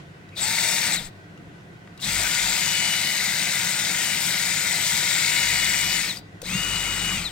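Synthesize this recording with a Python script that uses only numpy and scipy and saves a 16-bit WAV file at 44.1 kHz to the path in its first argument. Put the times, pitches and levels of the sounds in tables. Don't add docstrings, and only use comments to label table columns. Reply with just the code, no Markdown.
import sys
import numpy as np
from scipy import signal
from scipy.fft import rfft, irfft, next_fast_len
from scipy.io import wavfile
from scipy.ndimage import uniform_filter1d, map_coordinates

SR = 44100
rng = np.random.default_rng(int(sys.argv[2]) if len(sys.argv) > 2 else 0)


def transcribe(signal):
    frames = np.atleast_2d(signal).T
    limited = np.clip(frames, -1, 1)
    pcm = np.round(limited * 32767).astype(np.int16)
    wavfile.write(sys.argv[1], SR, pcm)


def undo_db(level):
    steps = np.asarray(level, float) / 20
    return 10 ** steps


N = 322371

# hz, level_db per hz
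SHOP_HUM = [(20, -46), (45, -8.5), (75, -11.5), (100, 3.5), (125, -4), (165, 4.5), (250, -11), (300, -4.5),
            (500, -12.5), (900, -17), (2500, -20.5), (5000, -31.5), (9500, -39), (16000, -81)]
# hz, likeness
SHOP_ALIKE = [(60, 0.96), (180, 0.95), (550, 0.35), (1650, -0.36), (4970, 0.27), (15000, -0.4)]
# hz, width_hz, level_db
FAR_FAN = [(705, 37, -61.5), (1520, 130, -58.5), (1950, 180, -59.5)]
SHOP_LEVEL_DB, ECHO_DB, ECHO_S = -45, 7.5, 0.021
# hz, t60_s
HALL = [(200, 0.47), (2000, 0.57), (10000, 0.017)]
LINGER_DB, LINGER_S = -14.5, 0.01

# hz, likeness
ALIKE = [(60, .99), (250, .95), (700, .88), (1500, .82), (3000, .82), (6000, .62), (9000, .55), (14000, .3)]
# hz, level_db
LEAN = [(60, 3.5), (150, 2), (380, 2.5), (950, 3.5), (2380, 7), (5980, 6.5), (15000, 10.5)]
# hz, phase_rad
LEAD = [(60, 0), (950, 0), (1400, 1.1), (2300, .5), (3000, 1.1), (5000, 1.3), (8300, 2.1), (10000, 3),
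        (15000, 3.7)]
TOP_HZ = 15870

# start_s, end_s
RUNS = [
    (.33, 1.2),
    (1.96, 6.3),
    (6.4, 7.31),
]
# squeeze_s, release_s, free_speed_hz, spin_up_s (time constant)
PULLS = [
    (.346, .872, 353, .042),
    (1.988, 5.986, 369.5, .042),
    (6.414, 7.145, 368.5, .046),
]
BRAKE_HZ, BRAKE_S, BRAKE_BEND = 114, .113, 1.33
LOCK_S, LOCK_FADE_S = .235, .035
# time_s, sag_hz
LOAD = [(.3, 4), (1.5, 4), (2.25, 3), (2.42, 5.5), (2.8, 1), (3.25, 0), (3.4, 1.3), (4.72, 2), (4.86, 1.5),
        (5.02, 4.2), (5.55, 5.2), (5.65, 3.5), (5.87, 3), (5.97, .5), (6.4, 4), (7.31, 4)]

# rattle_db, whirr_db, upper_db, air_db, grind_db
FACING = [
    (-30.5, -31.5, -31.5, -39.5, -42.5),
    (-30.5, -31.5, -31.5, -38.5, -44.5),
    (-34.5, -37, -36, -44.5, -48.5),
]
SPIN_UP_DB = (65, 34.4, 40, 35, 44.4)
RUN_DOWN_DB = (58, 41.7, 52, 42, 23.7)
COAST = (0.49, 0.72, 0.97)
LOAD_DB = 0.17
# time_s, change_db
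LIFTS = [
    (.966, -6),
    (6.128, -3),
    (7.275, -1.5),
]
# middle_s, length_s, brighter_db
GLINTS = [(.7, 0.26, 3), (4.05, .1, 2), (4.26, 0.14, 4.5), (4.9, 0.265, 4)]

# start_s, ring_db, ring_hz, t60_s, snap_db, snap_top_hz
TICKS = [(.289, -45, 3900, .03, -47, 6000), (1.375, -46, 2800, .03, -49, 9000),
         (1.8735, -40, 1930, 0.032, -39, 2550), (1.975, -44, 3900, .03, -41, 9000),
         (1.993, -38, 2800, 0.036, -39, 1500), (6.1705, -22.5, 4730, 0.023, -31, 9000),
         (6.187, -45, 4700, .02, -38, 12000), (6.417, -39, 4700, 0.018, -28, 14000),
         (6.429, -24.5, 500, 0.027, -42, 14000)]
# start_s, length_s, pitch_hz, level_db
CHOP = [(0.313, 0.062, 2370, -50.5), (0.36, .02, 3900, -39), (0.365, 0.04, 3800, -33),
        (0.406, 0.051, 7700, -26), (0.924, 0.034, 7700, -24), (0.931, 0.023, 3700, -33),
        (1.039, 0.041, 7700, -42), (1.977, 0.017, 3900, -57), (2.014, 0.052, 3900, -32.5),
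        (6.43, .04, 3800, -42), (6.445, .04, 4000, -38), (7.071, 0.082, 1438, -38)]

CHUCK = .1323
# chuck_order, level_db
WOBBLE = [
    (1, -1.5),
    (2, -4),
    (4, -9.5),
    (6, -15),
]
# middle_s, length_s, level_db
SHAKES = [(1.04, .3, -44), (2.19, .3, -37), (2.47, 0.23, -42), (3.91, .25, -57), (5.55, .5, -42),
          (5.9, .5, -44), (6.7, 0.68, -38.5), (7.08, 0.56, -36.5)]
# middle_s, length_s, level_db
THUMPS = [
    (.98, 0.15, -44),
    (2.07, 0.082, -39.5),
    (6.54, 0.21, -35),
    (7.12, 0.26, -50),
]
SHAKE_DB, DRONE_DB = -75, -42.5
# hz, level_db per hz
DRONE = [(35, -46), (60, -2), (70, -14), (89, -7.5), (183, 6), (203, 2), (232, -7), (270, -10.5),
         (350, -49), (590, -120)]
# hz, level_db per hz
GRIND = [(150, -44), (260, -42), (292, 6.5), (327, -3.5), (428, -6), (710, 2.5), (877, 1.5), (941, 4.5),
         (1100, -9), (1200, 2.5), (1560, -11), (2640, -120)]

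# hz, width_hz, level_db
VENT = [
    (7600, 290, -33.5),
    (8370, 710, -39.5),
]
LEAN_SAG_HZ = (1.8, 3.2)

# hz, level_db per hz
RATTLE = [(680, -31), (1150, -24.5), (1430, -4), (1670, -8), (1880, -1.5), (2120, 1.5), (2750, -7),
          (2850, -13.5), (3020, -9.5), (3090, -24), (3300, -14.5), (4290, -19), (7260, -120)]
# hz, level_db per hz
TILTED = [(800, -14.5), (1150, -10.5), (1450, -3), (1700, -9.5), (2100, 1), (2500, -2), (3200, -10.5),
          (4300, -32), (7000, -120)]
# hz, level_db per hz
WHIRR = [(1880, -35), (3200, -7.5), (3760, -2), (4440, -6.5), (4810, -3), (5160, -12), (5300, -4.5),
         (6890, -42), (11700, -120)]
# hz, level_db per hz
FIRST_WHIRR = [(1880, -30), (3200, -10.5), (3540, -3), (4130, -6), (4450, -3), (5300, -8), (6890, -41),
               (11700, -120)]
# hz, level_db per hz
UPPER = [(3060, -40), (5200, -15), (5670, -7.5), (6640, -6.5), (6760, -8), (8040, -5), (8530, -6),
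         (9600, -13), (12500, -81), (21100, -120)]
# hz, level_db per hz
FIRST_UPPER = [(3350, -32), (5700, -10), (5830, 0), (6380, -0.5), (6920, -2), (8970, 2.5), (9600, -12),
               (12500, -40), (21100, -120)]
# hz, level_db per hz
AIR = [(5590, -34), (9500, -35), (9940, 0), (10900, 0), (12500, 1.5), (14400, 0), (15600, -2)]

# magnets_8_db, magnets_16_db, fan_blades_19_db
LINES_DB = [
    (-45, -48, -49),
    (-47, -52, -46),
    (-41, -66, -58),
]
LINES_LOAD_DB = (0, 2, 1)
LINES_SPEED_DB = (40, 200, 110)
# pitch_hz, width_hz, level_db of each pull
HORN = (3950, 320, [-28, -28, -27])
# middle_s, length_s, level_db
BITES = [(.74, .3, -44), (2.3, .2, -47), (2.78, .42, -38), (2.95, .75, -38), (4.15, .5, -41),
         (4.85, .2, -43), (5.42, .3, -34), (5.66, .3, -35), (5.88, .28, -33), (6.57, .26, -36),
         (6.82, .5, -36), (7.1, .3, -35)]
# middle_s, length_s, level_db
BLADES = [(.72, .3, -41), (2.75, .6, -40), (3.24, .16, -41), (3.9, .6, -44), (4.55, .6, -41),
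          (5.3, .7, -41), (5.96, .14, -37), (6.54, .1, -38), (6.68, .16, -47), (7.19, .1, -48),
          (.92, .07, -38)]
# rotor_order, pull_1_db, pull_2_db, pull_3_db
MESH = [(2.65, -45, -52, -56), (4, -60, -51, -55), (10.31, -54, -56, -47), (12.7, -51, -53, -54),
        (12.97, -44, -58, -59), (13.24, -54, -56, -58), (17.97, -46, -62, -60), (25.4, -48, -62, -62),
        (38, -59, -62, -65)]
# pitch_hz, width_hz, lift_db
SHELL = (7800, 400, 10)
BUMP = 1.2


def unit(x):
    return x / np.sqrt(np.mean(x ** 2) + 1e-20)


def along(points, hz):
    f, v = np.transpose(points)
    return np.interp(np.log(hz + 1), np.log(f + 1), v)


def wobble(rate):
    knots = rng.standard_normal(int(N * rate / SR) + 4)
    return map_coordinates(knots, [np.arange(N) * rate / SR])


def filtered(x, response):
    m = next_fast_len(N + SR // 2)
    return irfft(rfft(x, m) * response(np.fft.rfftfreq(m, 1 / SR)), m)[..., :N]


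def swells(rows):
    t = np.arange(N) / SR
    total = np.zeros(N)
    for middle, length, height in rows:
        total += height * np.cos(np.pi * np.clip((t - middle) / length, -.5, .5)) ** BUMP
    return total


def gains(rows):
    return swells([(s, length, undo_db(db)) for s, length, db in rows])


def rush(spectrum, alike, beat=1, patchy_db=1, comb_db=0):
    z = signal.stft(rng.standard_normal((2, N)), nperseg=512)[2]
    patches = uniform_filter1d(rng.standard_normal(z.shape[1:]), size=5, axis=0)
    patches = uniform_filter1d(patches, size=12, axis=1)
    comb = uniform_filter1d(rng.standard_normal(z.shape[1:]), size=140, axis=1)
    z = z * undo_db(patchy_db * unit(patches) + comb_db * unit(comb))
    pair = beat * signal.istft(z, nperseg=512)[1][:, :N]

    def mid_side(hz):
        turn = np.arccos(np.clip(along(alike, hz), -1, 1)) / 2
        return undo_db(along(spectrum, hz)) * [np.cos(turn), np.sin(turn)]

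    mid, side = filtered(pair, mid_side)
    return unit(np.array([mid + side, mid - side]))


def shop():
    hums = 0
    for hz, width, db in FAR_FAN:
        peak = [(hz - 3 * width, -40), (hz, 0), (hz + 3 * width, -40)]
        hums = hums + undo_db(db) * rush(peak, SHOP_ALIKE)
    hum_db = SHOP_LEVEL_DB + ECHO_DB * np.exp(-np.arange(N) / SR / ECHO_S)
    return undo_db(hum_db) * rush(SHOP_HUM, SHOP_ALIKE, patchy_db=-1.1) + hums


def hall(x):
    hz, t, z = signal.stft(rng.standard_normal((2, SR // 2)), SR, nperseg=256)
    tail = signal.istft(z * undo_db(-60 * t / along(HALL, hz)[:, None]), SR, nperseg=256)[1]
    late = np.pad(x, (400, 0))[None]
    return signal.fftconvolve(late, tail / np.linalg.norm(tail[0]), axes=1)[:, :N]


def placed(hz):
    half = undo_db(along(LEAN, hz) / 2) * np.exp(.5j * along(LEAD, hz))
    return np.array([half, 1 / half])


def pulled(ramp):
    t = np.arange(N) / SR
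    return sum(np.clip(np.minimum(t - a, b + ramp - t) / ramp, 0, 1) for a, b in RUNS)


def rotor():
    t = np.arange(N) / SR
    pull = np.searchsorted([start for start, end in RUNS[1:]], t)
    squeeze, release, free_hz, rise = np.transpose(PULLS)[:, pull]
    sag_hz = np.interp(t, *np.transpose(LOAD))
    lost_hz = BRAKE_HZ * (np.maximum(t - release, 0) / BRAKE_S) ** BRAKE_BEND
    share = 1 - np.exp(-np.maximum(t - squeeze, 0) / rise) - lost_hz / free_hz
    locking = np.clip((release + LOCK_S - t) / LOCK_FADE_S, 0, 1)
    share = np.maximum(share * locking, .02)
    return pull, sag_hz, share * (free_hz - sag_hz), np.log10(share), t > release


def layers(motor):
    pull, sag_hz, rotor_hz, slow, released = motor
    steep_db = np.array([SPIN_UP_DB, RUN_DOWN_DB]).T[:, released * 1]
    steep_db = steep_db * np.where(released, np.take(COAST, pull), 1)
    lift_s, lift_db = np.transpose(LIFTS)[:, pull]
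    lifted_db = lift_db * np.clip((np.arange(N) / SR - lift_s) / 0.0073, 0, 1)
    facing_db = np.transpose(FACING)[:, pull]
    direct = undo_db(facing_db + lifted_db + LOAD_DB * sag_hz + steep_db * slow)
    keep = np.exp(-1 / (LINGER_S * SR))
    return direct + undo_db(LINGER_DB) * signal.lfilter([1 - keep], [1, -keep], direct)


def contacts():
    out, t = np.zeros(N + SR), np.arange(SR // 8) / SR
    for s, ring_db, hz, t60, snap_db, top_hz in TICKS:
        ring = undo_db(ring_db - 60 * t / t60) * np.sin(2 * np.pi * hz * t)
        band = signal.butter(2, [400, top_hz], "band", fs=SR, output="sos")
        snap = unit(signal.sosfilt(band, rng.standard_normal(len(t))))
        snap = undo_db(snap_db - 60 * t / .025) * snap
        out[round(s * SR):][:len(t)] += (ring + snap) * (1 - np.exp(-t / .001))
    for s, length, hz, db in CHOP:
        flutter = uniform_filter1d(rng.standard_normal((2, len(t))), size=75)
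        angle = 2 * np.pi * hz * t
        ring = unit(flutter[0] * np.sin(angle) + flutter[1] * np.cos(angle))
        swell = np.abs(np.sin(np.pi * np.clip(t / length, 0, 1))) ** 0.8
        out[round(s * SR):][:len(t)] += undo_db(db) * ring * swell
    return out[:N]


def bench(turns, motor):
    pull, sag_hz, rotor_hz, slow, released = motor
    shake = 0
    for order, db in WOBBLE:
        uneven = undo_db(db + 0.84 * wobble(4.9))
        shake = shake + uneven * np.sin(2 * np.pi * order * CHUCK * turns)
    shake = (undo_db(SHAKE_DB) + gains(SHAKES)) * shake
    drone_gain = (undo_db(DRONE_DB + 17 * slow) + gains(THUMPS)) * undo_db(-1.0)
    drone = drone_gain * rush(DRONE, ALIKE, patchy_db=1.5)
    grind = layers(motor)[4] * rush(GRIND, ALIKE, patchy_db=1.4)
    return shake + drone + grind


def vent(motor):
    pull, sag_hz, rotor_hz, slow, released = motor
    leant = uniform_filter1d(np.interp(sag_hz, LEAN_SAG_HZ, (0, 1)), size=8000)
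    hiss = 0
    for (hz, width, db), share in zip(VENT, (leant, 1 - leant)):
        peak = [(hz - 2 * width, -25), (hz, 0), (hz + 2 * width, -25)]
        hiss = hiss + share * undo_db(db) * rush(peak, ALIKE, patchy_db=2.5)
    pull_db = np.take((-3, 0, -8), pull)
    return hiss * undo_db(60 * slow + pull_db)


def gears(turns, motor):
    bright_db = np.outer([-0.55, 0.069, 0.64, 0.83], swells(GLINTS))
    rattle, whirr, upper, air = layers(motor)[:4] * undo_db(bright_db)
    chuck, t = 2 * np.pi * CHUCK * turns, np.arange(N) / SR
    first, last = t < RUNS[1][0], t >= RUNS[2][0]

    def beat(knock_db):
        planets = np.sin(4 * chuck) + np.sin(3 * chuck / 2)
        return (1 + .04 * planets) * undo_db(knock_db * wobble(500))

    def chatter(colour):
        return rush(colour, ALIKE, beat(knock_db=1.7), patchy_db=1.0, comb_db=1.9)

    body = rattle * np.where(last, chatter(TILTED), chatter(RATTLE))
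    body += whirr * np.where(first, chatter(FIRST_WHIRR), chatter(WHIRR))
    body += upper * np.where(first, chatter(FIRST_UPPER), chatter(UPPER))
    return body + air * rush(AIR, ALIKE, beat(knock_db=-1.8), patchy_db=2.0, comb_db=1.1)


def whine(turns, motor):
    pull, sag_hz, rotor_hz, slow, released = motor

    def tone(order, slip):
        cycles = order * turns + slip * wobble(45) + rng.random()
        return np.sqrt(2) * np.sin(2 * np.pi * cycles)

    steady_db = np.transpose(LINES_DB)[:, pull]
    steady_db = steady_db + np.outer(LINES_LOAD_DB, sag_hz) + np.outer(LINES_SPEED_DB, slow)
    horn_hz, horn_width_hz, horn_db = HORN
    sung = released * undo_db(horn_db)[pull] / (1 + ((16 * rotor_hz - horn_hz) / horn_width_hz) ** 2)
    sizes = undo_db(steady_db) + [gains(BITES) * undo_db(80 * slow), sung, gains(BLADES)]
    lines = 0
    for order, size in zip((8, 16, 19), sizes):
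        lines = lines + size * undo_db(np.sqrt(order / 4) * wobble(18)) * tone(order, .07)

    speed_db = 45 * np.log10(rotor_hz / 355)
    shell_hz, width_hz, shell_db = SHELL
    for order, *levels_db in MESH:
        lift_db = shell_db * np.exp(-((order * rotor_hz - shell_hz) / width_hz) ** 2)
        mesh_db = np.take(levels_db, pull) + 1.8 * (sag_hz - 3.5) + speed_db + lift_db
        lines = lines + undo_db(mesh_db + 2.5 * wobble(6)) * tone(order, .2)
    return lines * np.clip(rotor_hz / 60 - 2.1, 0, 1)


def scene():
    motor = rotor()
    turns = np.cumsum(motor[2]) / SR
    clear = pulled(0.027) * whine(turns, motor) + contacts()
    noisy = pulled(0.02) * (gears(turns, motor) + bench(turns, motor) + vent(motor))
    drill = noisy + clear + undo_db(-17) * hall(clear)
    return filtered(drill, placed) + shop()


def band_limit(x):
    return signal.sosfilt(signal.butter(12, 16470, fs=SR, output="sos"), x)


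def record(dry):
    mix = filtered(dry, lambda hz: hz < TOP_HZ)
    return band_limit(mix)


dry = scene()
out = record(dry)
transcribe(out)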